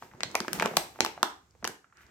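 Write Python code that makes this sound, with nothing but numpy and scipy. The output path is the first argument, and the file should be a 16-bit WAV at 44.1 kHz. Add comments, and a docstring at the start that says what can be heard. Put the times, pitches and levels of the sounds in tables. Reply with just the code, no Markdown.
"""Snack bag in the hands

A foil-lined bag is turned over, close up in a small, hard-walled room. Creases snap through and kick
the air-filled panels; slack film buckles in duller pops, tiny ticks and one short crumple.
Fingers rub and bump the bag between the snaps, over a faint room rumble."""
import sys
import numpy as np
from scipy import signal
from scipy.fft import rfft, irfft, next_fast_len
from scipy.io import wavfile
from scipy.ndimage import uniform_filter1d

SR = 44100
rng = np.random.default_rng(int(sys.argv[2]) if len(sys.argv) > 2 else 0)


def store_pcm(level_fs):
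    """Save levels as 16-bit WAV."""
    pcm = np.round(np.clip(level_fs, -1, 1) * 32767).astype(np.int16)
    wavfile.write(sys.argv[1], SR, np.atleast_2d(pcm).T)


N = 92610
T = np.arange(N) / SR
BURST_T = np.arange(SR // 25) / SR

# Fader rides for rubbing fingers, sliding film, handling rumble and the thumb's creak: time_s, level_db
RUB_RIDE = [(0, -76), (.03, -50), (.1, -67.5), (.17, -55.5), (.32, -50), (.5, -71), (.55, -36.5),
            (.6, -46.5), (.665, -34.5), (.695, -61), (.76, -44), (.83, -54.5), (.97, -61.5), (1.03, -47.5),
            (1.12, -68.5), (1.2, -52), (1.45, -78.5), (1.56, -81), (1.7, -47.5), (1.8, -90.5), (2.1, -62.5)]
SLIDE_RIDE = [(0, -62.5), (.03, -55.5), (.18, -74), (.33, -56.5), (.5, -53.5), (.535, -50.5), (.55, -39),
              (.59, -47), (.7, -49.5), (.9, -57), (1.9, -90.5), (2.02, -61.5), (2.1, -82)]
RUMBLE_RIDE = [(0, -68), (.48, -62.5), (.61, -54.5), (.7, -64.5), (.86, -62), (.97, -65), (1.02, -52.5),
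               (1.16, -69), (1.46, -71), (1.65, -61.5), (1.85, -90), (2.02, -65)]
CREAK_RIDE = [(1.75, -85), (1.93, -77.5), (1.98, -60.5), (2.1, -69)]
# Tone of the dull rub, the bright slide, the rumble and the room tone: frequency_hz, gain_db
RUB_EQ = [(60, -17.5), (150, 7.5), (350, 10.5), (900, 0.5), (1700, -4.5), (3000, -23.5), (7000, -18),
          (10000, -24.5), (16000, -27.5)]
SLIDE_EQ = [(500, -25.5), (2000, -0.5), (4000, -7), (7500, -3.5), (9700, -3), (14000, 3), (16000, -1)]
RUMBLE_EQ = [(25, -27), (64, -2), (85, -2.5), (130, -6), (600, -37)]
ROOM_TONE_EQ = [(20, -33), (70, -4.5), (150, -9), (1400, -17), (3000, -42), (7000, -22.5), (10000, -30.5),
                (16000, -35)]
# Slack film buckling softly: start_s, level_db, pitch_hz
POP_CUES = [(0.024, -39.5, 910), (0.1141, -56, 1640), (0.1365, -51, 895), (0.346, -35, 814),
            (0.448, -40.5, 902), (0.611, -29, 490), (0.626, -26.5, 840), (0.649, -32, 1192),
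            (0.667, -37, 1063), (0.7122, -35.5, 430), (0.7365, -38, 744), (0.9593, -49, 806),
            (0.9891, -39, 670), (1.1771, -38, 620), (1.551, -57, 490), (1.627, -42.5, 624),
            (1.8438, -55.5, 1420), (1.925, -58, 1310)]
# Fingertips knocking the air-filled bag: start_s, level_db, pitch_hz
THUD_CUES = [(.034, -52, 173), (.143, -46, 120), (0.253, -42, 114), (0.278, -51.5, 141), (.408, -32.5, 237),
             (.517, -43, 182), (0.54, -36, 167), (0.563, -39.5, 237), (0.592, -35, 172),
             (0.629, -36.5, 180.5), (.647, -34.5, 170), (.714, -40, 160), (0.773, -32.5, 172),
             (1.005, -37, 140), (1.026, -37.5, 213), (1.63, -42, 280)]
# Creases snapping through: start_s, thump_db, thump_hz, panel_db, panel_hz, crack_db, crease_hz,
# ping_over_crack_db, sizzle_db
SNAP_CUES = [(0.2063, -44.5, 390, -41, 1770, -39, 2260, 1, -78),
             (0.2333, -33.5, 616, -37.5, 1500, -28, 4300, -5.5, -45),
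             (0.353, -27.5, 442, -25, 1000, -26, 2360, 0, -27),
             (0.4034, -36.5, 260, -34, 1240, -34, 4920, -3.5, -38),
             (0.4815, -30, 371, -34, 1600, -43, 2350, -5, -43),
             (0.5311, -40, 604, -38, 1450, -32.5, 6550, -8.5, -23.5),
             (0.5983, -43.5, 237.3, -30, 1150, -30, 2250, 3.5, -42.5),
             (0.6233, -25, 512, -26, 1500, -35.5, 2050, -6, -33.5),
             (0.6586, -25, 510, -29, 1000, -35, 2500, -3.5, -36),
             (0.7683, -40, 287, -41, 940, -28, 3930, -18, -19.5),
             (0.77, -30.5, 327.5, -20, 930, -23.5, 4097, -13.5, -17),
             (1.0057, -24.5, 290, -26.5, 1100, -20.5, 2396, -11.5, -30),
             (1.0484, -36.5, 340, -28, 1200, -32.5, 5300, -9.5, -29.5),
             (1.062, -32, 368, -31.5, 750, -34.5, 2800, -2.5, -42),
             (1.2295, -30.5, 295, -17, 1020, -25.5, 3660, -12, -25),
             (1.644, -38.5, 323, -31.5, 1300, -35, 5600, 14, -38),
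             (1.6506, -34, 370, -34.5, 1000, -35, 2930, -7, -39.5),
             (1.6753, -42.5, 337, -33.5, 1310, -34.5, 6800, 4, -29)]
# Tiny wrinkles ticking: start_s, level_db
TICK_CUES = [(.314, -52), (1.509, -68), (1.971, -64), (2.066, -66)]
# Time the room takes to die away by 60 dB: frequency_hz, decay_s
REVERB_DECAY = [(150, 0.32), (400, .34), (1000, 0.32), (2800, 0.32), (7000, 0.31), (15000, .24)]
# Reverb level against the direct sound: frequency_hz, wet_db
REVERB_EQ = [(60, -16), (200, -6.5), (390, -2.5), (640, -9), (810, -3.5), (1050, -9.5), (2000, -5.5),
             (5000, -10.5), (15000, -10)]
# How alike left and right are in diffuse sound: frequency_hz, correlation
STEREO_LIKENESS = [(60, .9), (180, 0.96), (550, 0.68), (1600, 0.034), (16000, 0.42)]
# Tone of the microphone: frequency_hz, gain_db
MIC_EQ = [(100, 0), (600, -3), (820, -0.5), (1600, 1.5), (3000, 4.5), (5000, 4), (8000, 0.5), (9700, -9),
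          (12000, -6), (16000, -15)]
# Lean to the left, of which each microphone port takes about half: frequency_hz, lean_db
MIC_LEAN = [(60, -3), (400, -0.4), (2000, -1), (4000, 0), (6500, -3), (9000, 5.5), (15000, 8)]

# How a kick scatters through the film: decay_s, energy_over_kick_db, stereo_share
POP_SCATTER, THUD_SCATTER = (0.0051, 1, 0.13), (0.004, -2.5, 0.11)
THUMP_SCATTER, PANEL_SCATTER = (0.0024, -2.4, 0.031), (0.0024, 3, 0.025)
CRACK_SCATTER, SIZZLE_SCATTER = (0.0012, 11, 1), (0.0011, 7, 0.7)
PANEL_BAND_HZ, PING_BAND_HZ, POP_Q = (400, 2630), (400, 7660), 3.4


def from_db(db):
    """Decibels to gain."""
    return 10 ** (np.asarray(db) / 20)


def rms_one(x):
    """Scale to unit rms."""
    return x / np.sqrt(np.mean(x ** 2) + 1e-20)


def at_hz(points, hz):
    """Read a table on a log-frequency axis."""
    freqs, values = np.transpose(points)
    return np.interp(np.log(np.maximum(hz, 1)), np.log(freqs), values)


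def ride(x, curve):
    """Normalise a layer and ride its fader along time_s, level_db points."""
    return from_db(np.interp(T, *np.transpose(curve))) * rms_one(x)


def band(x, band_hz):
    """Causal band-pass."""
    return signal.sosfilt(signal.butter(2, band_hz, "band", fs=SR, output="sos"), x)


def minimum_phase(gain):
    """Causal frequency response with the given magnitudes."""
    cepstrum = irfft(np.log(gain))
    half = len(cepstrum) // 2
    cepstrum[1:half] *= 2
    cepstrum[half + 1:] = 0
    return np.exp(rfft(cepstrum))


def eq(x, points, amount=1):
    """Causal EQ along frequency_hz, gain_db points; amount scales the curve."""
    size = next_fast_len(N + SR // 4, True) // 2 * 2
    gain = from_db(amount * at_hz(points, np.fft.rfftfreq(size, 1 / SR)))
    return irfft(rfft(x, size) * minimum_phase(gain))[..., :N]


def diffuse(size):
    """Stereo white noise, narrow in the bass and wide higher up."""
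    mid, side = rfft(rng.standard_normal((2, size)))
    alike = at_hz(STEREO_LIKENESS, np.fft.rfftfreq(size, 1 / SR))
    return irfft(np.sqrt((1 + alike) / 2) * mid + np.sqrt((1 - alike) / 2) * side * [[1], [-1]], size)


def friction(hiss_db, slips_per_s=430, spread_db=5):
    """Dense little slips of uneven size on a smooth hiss."""
    sizes = from_db(spread_db * np.minimum(rng.exponential(1, N), 4)) * rng.choice([-1, 1], N)
    slips = sizes * (rng.random(N) < slips_per_s / SR)
    return rms_one(slips) + from_db(hiss_db) * diffuse(N)


def kick(scatter, evenness=0.35):
    """One sharp kick and its quickly dying scatter through the film, partly evened out in tone."""
    decay_s, scatter_db, width = scatter
    noise = rng.standard_normal((3, len(BURST_T)))
    burst = (np.sqrt(1 - width) * noise[0] + np.sqrt(width) * noise[1:]) * np.exp(-BURST_T / decay_s)
    burst *= from_db(scatter_db) / np.sqrt(np.sum(burst ** 2) / 2)
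    burst[:, 0] += 1  # the kick itself
    spectrum = rfft(burst, 2 * len(BURST_T))
    ripple = np.sqrt(uniform_filter1d(np.mean(abs(spectrum) ** 2, axis=0), size=9))
    return irfft(spectrum * minimum_phase(ripple ** -evenness))[:, :len(BURST_T)]


def ring(x, hz, q, band_hz):
    """A heavily damped resonance of film or trapped air, lasting a few cycles."""
    radius = np.exp(-np.pi * hz / q / SR)
    feedback = [1, -2 * radius * np.cos(2 * np.pi * hz / SR), radius * radius]
    return band(signal.lfilter([1, 0, -1], feedback, x), band_hz)


def place(out, start_s, level_db, burst, window_s=0.006):
    """Drop a burst on its cue; level_db is its rms as if all its energy fell within window_s."""
    start = int(start_s * SR)
    gain = from_db(level_db) * np.sqrt(2 * window_s * SR / np.sum(burst ** 2))
    out[:, start:start + burst.shape[1]] += gain * burst[:, :N - start]


def room_tone(level_db=-72):
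    """The room's faint, steady rumble."""
    return from_db(level_db) * rms_one(eq(diffuse(N), ROOM_TONE_EQ))


def handling_rumble():
    """Low end that swells as the hands move the bag."""
    return ride(eq(diffuse(N), RUMBLE_EQ), RUMBLE_RIDE)


def finger_friction():
    """Fingers rub with a dull grain; film slides through them with a bright hiss as the bag flips."""
    rub = ride(eq(friction(hiss_db=2), RUB_EQ), RUB_RIDE)
    slide = ride(eq(friction(hiss_db=11), SLIDE_EQ), SLIDE_RIDE)
    return rub + slide


def slack_pops():
    """Slack film buckles and rings one panel in a soft, dull pop."""
    out = np.zeros((2, N))
    for start_s, level_db, pitch_hz in POP_CUES:
        place(out, start_s, level_db, ring(kick(POP_SCATTER), pitch_hz, POP_Q, band_hz=(198, 1870)))
    return out


def fingertip_thuds():
    """Fingertips land on the bag; the air cushion answers with a few low cycles."""
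    out = np.zeros((2, N))
    for start_s, level_db, pitch_hz in THUD_CUES:
        place(out, start_s, level_db, ring(kick(THUD_SCATTER), pitch_hz, q=2.33, band_hz=(85, 414)))
    return out


def taut_panel(hz, mode_ratio=1.6, q=1.54):
    """The body of a snap: a kicked panel rings in two opposed modes, one either side of its pitch."""
    hit = kick(PANEL_SCATTER)
    step = np.sqrt(mode_ratio)
    return ring(hit, hz * step, q, PANEL_BAND_HZ) - ring(hit, hz / step, q, PANEL_BAND_HZ)


def crease_crack(hz, ping_db):
    """The attack of a snap: a sharp crack with a brief ping at the crease's own pitch."""
    hit = kick(CRACK_SCATTER)
    crack = band(hit, band_hz=(1884, 7660))
    ping = ring(hit, hz, q=7.9, band_hz=PING_BAND_HZ)
    return rms_one(crack) + from_db(ping_db) * rms_one(ping)


def crease_snaps():
    """Each crease thumps the air in the bag, rings its panel and cracks, with a sizzle on top."""
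    out = np.zeros((2, N))
    for (start_s, thump_db, thump_hz, panel_db, panel_hz,
         crack_db, crease_hz, ping_db, sizzle_db) in SNAP_CUES:
        place(out, start_s, thump_db, ring(kick(THUMP_SCATTER), thump_hz, q=1.3, band_hz=(167, 785)))
        place(out, start_s, panel_db, taut_panel(panel_hz))
        place(out, start_s, crack_db, crease_crack(crease_hz, ping_db))
        place(out, start_s, sizzle_db, band(kick(SIZZLE_SCATTER), band_hz=(8100, 16400)))
    return out


def wrinkle_ticks():
    """Tiny wrinkles buckle in ticks that are all treble."""
    out = np.zeros((2, N))
    for start_s, level_db in TICK_CUES:
        place(out, start_s, level_db, band(kick(CRACK_SCATTER), band_hz=(4390, 8370)))
    return out


def crumple(count=22, span_s=(0.588, 0.678), low_hz=700, high_hz=2800, centre_db=-41.5, range_db=10):
    """A dense, uneven run of small buckles, each with a pitch and strength of its own."""
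    out = np.zeros((2, N))
    for when, pitch, softness in rng.random((count, 3)):
        start_s = np.interp(when, (0, 1), span_s)
        pitch_hz = low_hz * (high_hz / low_hz) ** pitch
        level_db = centre_db - range_db * (softness - 0.5)
        place(out, start_s, level_db, ring(kick(CRACK_SCATTER), pitch_hz, POP_Q, PING_BAND_HZ))
    return out


def thumb_creak():
    """The thumb shifts its grip and friction rings the film in a faint creak."""
    return ride(ring(friction(hiss_db=2), hz=1450, q=2.5, band_hz=PANEL_BAND_HZ), CREAK_RIDE)


def reverb(x, predelay_s=0.00067, build_s=0.002):
    """Hard, close walls return a diffuse tail that builds quickly and dies octave by octave."""
    t = T[:SR // 2]
    hz = np.fft.rfftfreq(len(t), 1 / SR)
    spectrum = rfft(diffuse(len(t))) * from_db(at_hz(REVERB_EQ, hz))
    centres_hz = np.geomspace(62, 16000, 9)
    build = 1 - np.exp(-np.maximum(t - predelay_s, 0) / build_s)
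    tail = 0
    for centre_hz, solo in zip(centres_hz, np.eye(len(centres_hz))):
        fade = build * from_db(-60 * t / at_hz(REVERB_DECAY, centre_hz))
        octave = irfft(spectrum * at_hz(np.c_[centres_hz, solo], hz), len(t))
        tail = tail + octave * fade / np.sqrt(np.sum(fade ** 2))
    return signal.fftconvolve(x, tail, axes=1)[:, :N]


def scene(left_lead_samples=2):
    """The bag just left of centre and its reverb, over handling rumble and room tone."""
    bag = crease_snaps() + slack_pops() + wrinkle_ticks() + crumple()
    bag += fingertip_thuds() + finger_friction() + thumb_creak()
    direct = np.array([bag[0], np.pad(bag[1], (left_lead_samples, 0))[:N]])
    bed = handling_rumble() + room_tone()
    return direct + reverb(bag) + bed


def record(dry, ceiling=1.1, cutoff_hz=16400):
    """Two unequal microphone ports, gently rounded peaks, then a steep top cut."""
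    left, right = eq(dry, MIC_EQ)
    ports = np.array([eq(left, MIC_LEAN, amount=0.53), eq(right, MIC_LEAN, amount=-0.54)])
    rounded = ceiling * np.tanh(ports / ceiling)
    return signal.sosfilt(signal.ellip(10, 0.3, 70, cutoff_hz, fs=SR, output="sos"), rounded)


dry = scene()
out = record(dry)
store_pcm(out)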